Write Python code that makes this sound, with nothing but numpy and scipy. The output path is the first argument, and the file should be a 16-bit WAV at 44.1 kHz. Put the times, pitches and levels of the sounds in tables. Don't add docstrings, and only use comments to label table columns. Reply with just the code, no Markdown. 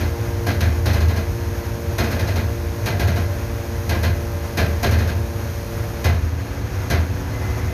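import sys
import numpy as np
from scipy import signal
from scipy.fft import rfft, irfft, next_fast_len
from scipy.io import wavfile

SR = 44100
rng = np.random.default_rng(int(sys.argv[2]) if len(sys.argv) > 2 else 0)


def dump_mix(stems):
    frames = np.atleast_2d(stems).T
    limited = np.clip(frames, -1, 1)
    pcm = np.round(limited * 32767).astype(np.int16)
    wavfile.write(sys.argv[1], SR, pcm)


N = 340893

# frequency in Hz, relative density in dB per Hz.
ROAR_SPECTRUM = [(40, -2.5), (55, 5), (110, 5.5), (140, -28.5), (220, -16), (320, -20), (600, -16),
                 (1100, -22), (1600, -21), (2500, -27), (3000, -34.5), (4500, -35.5), (6500, -30),
                 (14000, -33)]
# frequency in Hz, relative density in dB per Hz.
HISS_SPECTRUM = [(2000, -11), (5000, -3.5), (9000, 2.5), (11500, 1), (12600, -1), (14000, 8)]
# frequency in Hz, peak level in dB.
WHINE_LEVELS = [(116, -32.5), (232, -38), (347, -34), (470, -35.5), (577, -35), (610, -68), (700, -51),
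                (930, -46), (1050, -50)]
# time in seconds, level in dB.
HUM_LEVELS = [(0, -40), (1.8, -44), (2.4, -42), (6.0, -56.5), (6.2, -40), (7.73, -42)]
# time in seconds, blow level in dB, cab boom level in dB.
BLOWS = [(0.0, -21, -18.5), (0.4707, -14, -19.5), (0.6105, -14, -15), (0.8616, -13, -15),
         (0.9374, -16, -23), (1.0094, -19.5, -13), (1.0889, -19.5, -35), (1.167, -19.5, -23),
         (1.986, -13.5, -18), (2.0394, -20.5, -30), (2.116, -19, -36), (2.198, -18.5, -16.5),
         (2.279, -19, -23), (2.362, -19, -15), (2.864, -13.5, -19), (3.0003, -15, -13), (3.0794, -18, -22),
         (3.163, -20, -17.5), (3.897, -12.5, -16), (4.0356, -14, -14.5), (4.577, -10.5, -15.5),
         (4.8334, -11, -20), (4.916, -15, -11.5), (4.9894, -18.5, -23), (5.0789, -20, -16),
         (6.047, -12, -14), (6.9052, -11, -16)]
# frequency in Hz, relative density in dB per Hz.
RATTLE_SPECTRUM = [(110, 13), (220, 0), (450, 0.5), (700, -3.5), (1100, -9), (1600, -1.5), (2400, -5.5),
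                   (3300, -11), (4200, -8), (6500, -21), (9000, -14)]
# frequency in Hz, time to fall by 60 dB in seconds.
RATTLE_DECAY = [(200, 0.63), (700, 0.39), (1800, 0.48), (4800, 0.26), (9000, 0.21)]
# frequency in Hz, width in Hz, relative level in dB.
PLATE_MODES = [(205, 20, -5), (226, 14, -3), (385, 30, -9), (525, 30, -9), (615, 30, -9), (660, 30, -8),
               (698, 16, -6), (860, 40, -11), (1040, 50, -10), (1400, 70, -11), (1614, 28, -3.5),
               (1698, 16, -9), (2030, 25, -6), (2400, 80, -11), (2497, 22, -10), (3150, 60, -14),
               (3880, 120, -14), (4230, 45, -10), (5120, 120, -16), (6300, 150, -16)]
# frequency in Hz, width in Hz, relative level in dB.
CAB_MODES = [(58, 9, -5), (81, 6, 0), (95, 8, -3), (104, 8, -5)]
# frequency in Hz, relative level in dB.
WALL_TONES = [(81, 0), (93, -10), (103, -6)]
# frequency in Hz, gain in dB.
MICROPHONE_RESPONSE = [(6600, 1), (7100, -7), (7300, -26), (7600, -13), (9200, -12.5), (9900, -7),
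                       (11500, -7), (12600, -0.5), (14000, -7)]

LOADED_PER_S, SAG_PER_S2, FREE_PER_S, UNLOAD_S, RUN_UP_S = 116.5, .26, 122.2, 6.06, .16
HISS_DROP_DB, HISS_BACK_S, WHINE_DROP_DB, WHINE_BACK_S = 12, 2.7, 7, 0.83
HISS_FADE_DB_PER_S, WHINE_FADE_DB_PER_S, DROP_S = 0.02, .5, .05
ROAR_DB, ROAR_DROP_DB, ROAR_RISE_DB_PER_S = -27, 1, 2
HISS_DB, PANEL_BUZZ_DB = -34.5, -51
HUM_LOADED, HUM_FREE = 2.5, 2.3
LEAD_S = 0.0054
RATTLE_DB, PLATE_DB = -10, -6
HARD_BLOW_DB, DEEP_DB, DEEP_PER_DB = -10.5, 1.8, 0.22
TREBLE_DB, CRACK_DB = -20, 7.5
CAB_IDLE_DB, BOOM_LAG_S, BOOM_RISE_S, BOOM_T60_S = -28.5, 0.0084, 0.017, 1.0
SQUEAL_HZ, SQUEAL_WIDTH_HZ, SQUEAL_DB = 2045, 10, -44.5
SQUEAL_S, SQUEAL_ATTACK_S = 7.31, .04
LOW_CUT_HZ, CUTOFF_HZ = 44, 13950
GAIN_SHARE, GAIN_FROM_DB, GAIN_S = 0.18, -21, 0.3


def engine(pulses, roar_db, hiss_db):
    throb = 1 + .12 * np.cos(2 * np.pi * pulses)
    roar = rms_one(colour(throb * noise(), ROAR_SPECTRUM))
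    hiss = rms_one(colour(throb * noise(), HISS_SPECTRUM))
    roar_gain = from_db(roar_db + 1.16 * drift(8.1))
    hiss_gain = from_db(HISS_DB + hiss_db + .5 * drift(7.6))
    buzz = from_db(PANEL_BUZZ_DB) * resonances(noise(), PLATE_MODES)
    return roar_gain * roar + hiss_gain * hiss + buzz


def pump(per_s, pulses, whine_db):
    tones = 0
    for multiple in range(1, 10):
        level_db = at_hz(WHINE_LEVELS, multiple * per_s) + 1.6 * drift(8.5)
        tones = tones + from_db(level_db) * np.sin(2 * np.pi * (multiple * pulses + rng.random()))
    return from_db(whine_db) * tones


def gear_hum(per_s, free_s):
    hz = per_s * np.where(free_s > 0, HUM_FREE, HUM_LOADED)
    times, levels = np.transpose(HUM_LEVELS)
    level_db = np.interp(np.arange(N) / SR, times, levels) + 1.9 * drift(2)
    return np.sqrt(2) * from_db(level_db) * np.sin(2 * np.pi * np.cumsum(hz) / SR)


def since_unloading():
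    s = np.arange(N) / SR
    return np.minimum(s, UNLOAD_S), np.maximum(s - UNLOAD_S, 0)


def drop(free_s, depth_db, back_s):
    return -depth_db * (1 - np.exp(-free_s / DROP_S)) * np.exp(-free_s / back_s)


def knocks():
    blow_db = np.array(BLOWS)[:, 1]
    chatter = from_db(0.99 * drift(69))
    return chatter * (plate_rattle(blow_db) + crack(blow_db))


def plate_rattle(blow_db):
    deep_db = DEEP_DB + DEEP_PER_DB * (HARD_BLOW_DB - blow_db)
    rattle = rms_one(colour(noise(), [(60, -50)] + RATTLE_SPECTRUM + [(14000, -63)]))
    for plate in PLATE_MODES:
        rattle = rattle + from_db(PLATE_DB + 1.26 * drift(13.0)) * resonances(noise(), [plate])
    spectrum = rfft(rattle)
    octave = np.log2(np.fft.rfftfreq(N, 1 / SR) + 1)
    out = 0
    for hz in 100 * 2 ** np.arange(0, 8):
        band = irfft(spectrum * np.clip(1 - abs(octave - np.log2(hz)), 0, 1), N)
        level_db = blow_db + RATTLE_DB + deep_db * (hz < 900)
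        out = out + band * dying(level_db, 0.01 + 2.0 / hz, at_hz(RATTLE_DECAY, hz))
    return out


def crack(blow_db):
    bright = signal.sosfilt(signal.butter(2, 5000, "high", fs=SR, output="sos"), noise())
    treble_db = blow_db + TREBLE_DB
    return bright * (dying(treble_db + CRACK_DB, 0.0012, 0.15) + dying(treble_db, 0.0026, 0.6))


def dying(levels_db, rise_s, t60, lag_s=0):
    start_s = np.maximum(np.array(BLOWS)[:, 0] - LEAD_S + lag_s, 0)
    energy = np.full(N, 1e-18)
    energy[(start_s * SR).astype(int)] = from_db(levels_db) ** 2
    fall, rise = from_db(-120 / (t60 * SR)), np.exp(-1 / (rise_s * SR))
    falling = signal.lfilter([1], [1, -fall], energy)
    return np.sqrt(signal.lfilter([1 - rise], [1, -rise], falling))


def cab(roar_db):
    idle_gain = from_db(CAB_IDLE_DB + roar_db - ROAR_DB)
    idle = idle_gain * rms_one(resonances(noise(), CAB_MODES))
    walls = 0
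    for hz, level_db in WALL_TONES:
        gain = from_db(level_db + 1.7 * drift(0.48))
        cycles = np.cumsum(hz + 1.9 * drift(5.95)) / SR + rng.random()
        walls = walls + gain * np.sin(2 * np.pi * cycles)
    boom = dying(np.array(BLOWS)[:, 2], BOOM_RISE_S, BOOM_T60_S, BOOM_LAG_S)
    return idle + rms_one(walls) * boom


def squeal():
    onset = np.clip((np.arange(N) / SR - SQUEAL_S) / SQUEAL_ATTACK_S, 0, 1)
    return from_db(SQUEAL_DB) * onset * resonances(noise(), [(SQUEAL_HZ, SQUEAL_WIDTH_HZ, 0)])


def noise():
    return rng.standard_normal(N)


def from_db(db):
    return 10 ** (np.asarray(db) / 20)


def rms_one(x):
    return x / np.sqrt(np.mean(x ** 2) + 1e-20)


def at_hz(points, hz):
    table_hz, values = np.array(points).T
    return np.interp(np.log(hz), np.log(table_hz), values)


def colour(x, spectrum):
    size = next_fast_len(N + SR)
    gain = from_db(at_hz(spectrum, np.fft.rfftfreq(size, 1 / SR) + 1))
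    return irfft(rfft(x, size) * gain, size)[:N]


def drift(rate_hz):
    r = np.exp(-80 * np.pi * rate_hz / SR)
    draws = rng.standard_normal(N // 40 + 2002)
    slow = signal.lfilter([1], [1, -2 * r, r * r], draws)[2000:]
    return np.interp(np.arange(N) / 40, np.arange(len(slow)), rms_one(slow))


def resonances(x, modes):
    out = 0
    for hz, width_hz, level_db in modes:
        r = np.exp(-np.pi * width_hz / SR)
        rung = signal.lfilter([1, 0, -1], [1, -2 * r * np.cos(2 * np.pi * hz / SR), r * r], x)
        out = out + from_db(level_db) * np.sqrt((1 - r * r) / 2) * rung
    return out


def gain_control(x):
    keep = np.exp(-1 / (GAIN_S * SR))
    power = signal.lfilter([1 - keep], [1, -keep], x ** 2, zi=[from_db(GAIN_FROM_DB) ** 2])[0]
    excess_db = np.maximum(10 * np.log10(power) - GAIN_FROM_DB, 0)
    return x * from_db(-GAIN_SHARE * excess_db)


def scene():
    loaded_s, free_s = since_unloading()
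    loaded_per_s = LOADED_PER_S - SAG_PER_S2 * loaded_s
    per_s = FREE_PER_S + (loaded_per_s - FREE_PER_S) * np.exp(-free_s / RUN_UP_S)
    pulses = np.cumsum(per_s) / SR
    hiss_db = drop(free_s, HISS_DROP_DB, HISS_BACK_S) - HISS_FADE_DB_PER_S * loaded_s
    whine_db = drop(free_s, WHINE_DROP_DB, WHINE_BACK_S) - WHINE_FADE_DB_PER_S * loaded_s
    roar_db = ROAR_DB - ROAR_DROP_DB * (free_s > 0) + ROAR_RISE_DB_PER_S * free_s
    machine = engine(pulses, roar_db, hiss_db) + pump(per_s, pulses, whine_db) + gear_hum(per_s, free_s)
    return (machine + knocks() + cab(roar_db) + squeal())[None]


def record(dry):
    bass_cut = signal.butter(4, LOW_CUT_HZ, "high", fs=SR, output="sos")
    top_cut = signal.ellip(14, .5, 80, CUTOFF_HZ, fs=SR, output="sos")
    heard = signal.sosfilt(bass_cut, colour(dry[0], MICROPHONE_RESPONSE))
    rounded = 0.81 * np.tanh(gain_control(heard) / .8)
    return signal.sosfilt(top_cut, rounded)[None]


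dry = scene()
out = record(dry)
dump_mix(out)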